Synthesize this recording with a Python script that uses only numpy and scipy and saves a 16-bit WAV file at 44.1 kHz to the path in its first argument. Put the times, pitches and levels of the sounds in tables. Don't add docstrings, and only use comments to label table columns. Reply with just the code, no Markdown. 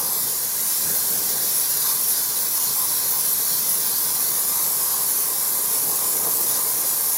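import sys
import numpy as np
from scipy import signal
from scipy.fft import rfft, irfft
from scipy.io import wavfile

SR = 44100
rng = np.random.default_rng(int(sys.argv[2]) if len(sys.argv) > 2 else 0)


def store_wav(level_fs):
    pcm = np.round(np.clip(np.atleast_2d(level_fs), -1, 1) * 32767)
    wavfile.write(sys.argv[1], SR, pcm.T.astype(np.int16))


N = 316197
TIME_S = np.arange(N) / SR
FREQS_HZ = np.maximum(np.fft.rfftfreq(N, 1 / SR), 1)

# frequency in Hz, typical rms level in dB.
HUM_TONES = [(56, -66), (134.5, -62.5), (299, -62.5), (608, -63.5)]

# time in seconds, roar in dB, buffeting in dB.
WASH_LEVELS = [(0.0, -42, -47.8), (0.6, -46.5, -50), (1.3, -42.5, -48.5), (2.0, -45.5, -49),
               (4.0, -44.1, -47.5), (5.4, -42.3, -51), (6.2, -39.5, -47.5), (7.2, -43.5, -53)]
# centre in Hz, width in Hz, relative level in dB.
WELL_AIR_MODES = [(828.5, 120, -5.5), (1009.7, 122, 2), (1146, 130, -1.5)]
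# frequency in Hz, relative density in dB per Hz.
ROAR_SPECTRUM = [(140, -26), (240, -10.5), (264, -6.5), (296, -3.5), (371, -2.5), (451, 2), (575, -3.5),
                 (721, -5), (838, -3), (900, -6), (1170, -51), (1980, -120)]
BUFFET_SPECTRUM = [(25, -20), (45, -14), (80, -10.5), (110, -7.5), (135, 0.5), (158, -1.5), (175, -1.5),
                   (225, 0), (260, -11), (400, -13.5)]
# time in seconds, lift of the ring in dB.
HOLLOW_LIFTS = [(0.14, 2), (1.9, 8), (2.61, 4.1), (2.82, 6.0), (3.14, 4), (4.19, 3.5), (4.58, 4.5),
                (4.93, 4.5), (6.02, 4), (6.27, 4), (6.6, 3.3)]
# time in seconds, lift of the roar in dB.
CORNER_LIFTS = [(0.91, 6), (1.15, 4.5), (1.39, 3), (3.96, 0), (4.3, 0.5), (6.26, 2.5), (6.52, 2),
                (6.83, 1.5)]

# time in seconds, panel splash in dB, ring of the well in dB.
IMPACT_LEVELS = [(0.0, -33, -38.5), (0.4, -36, -47), (0.8, -34, -45), (1.5, -31, -45), (2.4, -33.5, -43.5),
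                 (4.1, -32, -42.7), (4.6, -35, -40.5), (5.9, -36.5, -41), (7.2, -36, -41.9)]
# frequency in Hz, relative density in dB per Hz.
SPLASH_SPECTRUM = [(1500, -10), (2000, -14), (2800, -20), (3500, -8), (4100, -5), (5000, -3), (5700, 1),
                   (6400, -5), (7500, -27), (10000, -28)]
# centre in Hz, width in Hz, peak lift in dB.
PANEL_PEAKS = [(4150, 170, 1.4), (4490, 130, 2.6)]
# time in seconds, lift of the splash in dB.
PANEL_LIFTS = [(0.31, 2), (0.74, 2), (1.64, 0.5), (1.88, 3), (2.18, 3.5), (2.41, 1.5), (2.67, 2.8),
               (2.95, 2.5), (3.54, 2), (3.89, 1), (4.6, 1.5), (4.95, 2.5), (5.16, 1.5), (5.43, 1.5),
               (5.75, 2.5), (6.02, 1.8), (6.55, 4.5), (6.87, 3)]

# time in seconds, broad hiss in dB, main shock band in dB, upper shock band in dB.
JET_LEVELS = [(0.0, -31.5, -24, -34.8), (0.5, -30, -26, -32.8), (0.7, -28, -23.5, -31.3),
              (1.2, -29, -24.5, -30.4), (2.0, -30.0, -22.8, -32), (2.4, -30.5, -24.1, -30.7),
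              (3.2, -30.0, -23.5, -32), (4.2, -30, -23.5, -31), (4.7, -28.5, -22.5, -33.4),
              (5.3, -29.5, -23.5, -33), (6.5, -28.5, -23, -30.5), (7.2, -29.5, -23, -34)]
# frequency in Hz, relative density in dB per Hz.
HISS_SPECTRUM = [(600, -17), (1500, -10.5), (2100, -8.5), (2800, -13), (3500, -13), (5000, -7), (7000, 3),
                 (8200, -0.5), (9500, -0.5), (13000, -7), (14400, -9), (16000, -12)]
SHOCK_SPECTRUM = [(7500, -22.5), (9000, -6.5), (10000, -0.5), (11200, 2.5), (12600, 0.5), (13500, 2.5),
                  (14300, -13), (16000, -22)]
UPPER_SHOCK_SPECTRUM = [(13500, -25), (14450, -13), (14900, 12), (15600, 7), (16200, -4)]
# time in seconds, lift in dB.
MAIN_BEAM_LIFTS = [(0.96, 2), (1.11, 2.5), (1.59, 2.8), (1.88, 1), (2.11, 1.8), (2.31, -2), (2.49, -1.5),
                   (2.8, 2), (3.32, 3), (3.72, 1.8), (5.14, 1.2), (5.35, -1.2), (5.75, 1.6)]
# time in seconds, lift in dB.
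UPPER_BEAM_LIFTS = [(0.94, 2.8), (2.43, 2.6), (2.81, 2.1), (3.14, 6.0), (3.51, 5.1), (3.85, 5), (4.32, 3.9)]

# time in seconds, echo gain as a ratio.
WELL_ECHO_GAINS = [(0, 0.084), (.8, 0.15), (1.3, 0.11), (2.1, 0.15), (2.4, 0.23), (4.3, 0.12), (4.6, 0.084),
                   (5.5, 0.085), (7.17, 0.075)]

PANEL_HALF_S, HOLLOW_HALF_S, CORNER_HALF_S, BEAM_HALF_S = 0.07, 0.068, 0.067, 0.045
HISS_DB_PER_STROKE_DB = 0.23
BUFFET_DB_PER_GUST_DB = 1.16
HOOT_REST_DB, HOOT_DB_PER_GUST_DB = -53.5, 1.9
SCREECH_HZ, SCREECH_SAG_HZ_PER_DB, SCREECH_WANDER_HZ = 11340, 70, 70
WELL_DELAY_MS, GLINT_RATE_HZ, GLINTS_PER_MS = 1.958, 3.2, 7
CUTOFF_HZ = 15780


def from_db(db):
    return 10 ** (np.asarray(db) / 20)


def rms_one(x):
    return x / np.sqrt(np.mean(x ** 2) + 1e-20)


def in_time(rows):
    row_s, *columns = np.transpose(rows)
    return [np.interp(TIME_S, row_s, column) for column in columns]


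def swells(strokes, half_s):
    return sum(db * np.exp(-((TIME_S - s) / half_s) ** 2) for s, db in strokes)


def drift(rate_hz):
    count = N // 16
    ratio = np.fft.rfftfreq(count, 16 / SR) / rate_hz
    band = ratio / (1 + ratio ** 4)
    slow = rms_one(irfft(rfft(rng.standard_normal(count)) * band))
    return np.interp(np.arange(N) / 16, np.arange(len(slow)), slow)


def colour(x, spectrum, peaks=()):
    hz, db = np.transpose(spectrum)
    shape_db = np.interp(np.log(FREQS_HZ), np.log(hz), db)
    for centre_hz, width_hz, lift_db in peaks:
        shape_db = shape_db + lift_db / (1 + (2 * (FREQS_HZ - centre_hz) / width_hz) ** 2)
    outside = np.minimum(FREQS_HZ / hz[0], 1) * np.minimum(hz[-1] / FREQS_HZ, 1)
    return rms_one(irfft(rfft(x) * from_db(shape_db) * outside ** 2, N))


def turbulence(flutter_db, rate_hz):
    noise = rng.standard_normal(N)
    return rms_one(noise * from_db(flutter_db * drift(rate_hz)))


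def pellets(per_s, spread_db):
    sizes = from_db(spread_db * np.minimum(rng.exponential(1, N), 4))
    hits = rng.random(N) < per_s / SR
    return rms_one(hits * sizes * rng.choice([-1, 1], N))


def narrow_noise(centre_hz, width_hz):
    spread = 1 / (1 + (FREQS_HZ / (0.75 * width_hz)) ** 2)
    cosine, sine = irfft(rfft(rng.standard_normal((2, N))) * spread, N)
    phase = 2 * np.pi * np.cumsum(centre_hz + np.zeros(N)) / SR
    return rms_one(cosine * np.cos(phase) + sine * np.sin(phase))


def delayed(x, delay_ms):
    return irfft(rfft(x) * np.exp(-2j * np.pi * FREQS_HZ * delay_ms / 1000), N)


def machine(waver_hz, swell_db):
    hum = 0
    for hz, db in HUM_TONES:
        phase = 2 * np.pi * np.cumsum(hz + waver_hz * drift(rate_hz=6.4)) / SR
        level_db = db + swell_db * drift(rate_hz=3.2)
        hum = hum + from_db(level_db) * np.sqrt(2) * np.sin(phase)
    return hum


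def wheel_well(ring_db, gust_db):
    roar_db, buffet_db = in_time(WASH_LEVELS)
    roar_db = roar_db + gust_db
    buffet_db = buffet_db + BUFFET_DB_PER_GUST_DB * gust_db
    hoot_db = HOOT_REST_DB + HOOT_DB_PER_GUST_DB * gust_db
    modes = [from_db(db) * narrow_noise(hz, width_hz) for hz, width_hz, db in WELL_AIR_MODES]
    ring = from_db(ring_db) * rms_one(sum(modes))
    hoot = from_db(hoot_db) * narrow_noise(centre_hz=1623, width_hz=160)
    roar = from_db(roar_db) * colour(turbulence(flutter_db=1.2, rate_hz=10.6), ROAR_SPECTRUM)
    buffet = from_db(buffet_db) * colour(turbulence(flutter_db=1.0, rate_hz=7), BUFFET_SPECTRUM)
    return ring + hoot + roar + buffet


def splash(splash_db):
    air = turbulence(flutter_db=0.57, rate_hz=17)
    ticks = pellets(per_s=900, spread_db=0.5)
    return from_db(splash_db) * colour(air + from_db(-11.0) * ticks, SPLASH_SPECTRUM, PANEL_PEAKS)


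def jet(stroke_db):
    hiss_db, shock_db, upper_db = in_time(JET_LEVELS)
    hiss_db = hiss_db + HISS_DB_PER_STROKE_DB * stroke_db
    shock_db = shock_db + swells(MAIN_BEAM_LIFTS, BEAM_HALF_S)
    upper_db = upper_db + swells(UPPER_BEAM_LIFTS, BEAM_HALF_S)
    ticks = pellets(per_s=1800, spread_db=0.0)

    mixing = turbulence(flutter_db=0.65, rate_hz=57) + from_db(-12.5) * ticks
    hiss = from_db(hiss_db) * colour(mixing, HISS_SPECTRUM)

    screech_hz = SCREECH_HZ - SCREECH_SAG_HZ_PER_DB * stroke_db + SCREECH_WANDER_HZ * drift(rate_hz=2.5)
    screech = narrow_noise(screech_hz, width_hz=410)
    cells = colour(turbulence(flutter_db=1.13, rate_hz=124) + from_db(-13) * ticks, SHOCK_SPECTRUM)
    shock = from_db(shock_db) * rms_one(cells + from_db(-11.5) * screech)

    upper = from_db(upper_db) * colour(turbulence(flutter_db=1.1, rate_hz=16), UPPER_SHOCK_SPECTRUM)
    feed_db = 0.4 * drift(rate_hz=13.4)
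    return (hiss + shock + upper) * from_db(feed_db)


def reflections(x, glint_gain, fade_ms, dull_hz, count):
    echo_gain, = in_time(WELL_ECHO_GAINS)
    dull = signal.sosfilt(signal.butter(1, dull_hz, fs=SR, output="sos"), x)
    out = x + echo_gain * delayed(dull, WELL_DELAY_MS)
    bright = signal.sosfilt(signal.butter(1, 3000, "high", fs=SR, output="sos"), x)
    for k in range(1, count + 1):
        lag_ms = (k + rng.random()) / GLINTS_PER_MS
        echo = np.roll(bright, int(lag_ms * SR / 1000))
        gain = glint_gain * np.exp(-lag_ms / fade_ms) * drift(GLINT_RATE_HZ)
        out = out + gain * echo
    return out * np.std(x) / np.std(out)


def scene():
    splash_db, ring_db = in_time(IMPACT_LEVELS)
    stroke_db = swells(PANEL_LIFTS, PANEL_HALF_S)
    ring_db = ring_db + swells(HOLLOW_LIFTS, HOLLOW_HALF_S)
    gust_db = swells(CORNER_LIFTS, CORNER_HALF_S)

    hum = machine(waver_hz=0.59, swell_db=1.5)
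    hollow = wheel_well(ring_db, gust_db)
    spray = jet(stroke_db) + splash(splash_db + stroke_db)
    spray = reflections(spray, glint_gain=0.11, fade_ms=14.0, dull_hz=14100, count=34)
    return np.tile(spray + hollow + hum, (2, 1))


def record(dry):
    return irfft(rfft(dry) / np.sqrt(1 + (FREQS_HZ / CUTOFF_HZ) ** 400), N)


dry = scene()
out = record(dry)
store_wav(out)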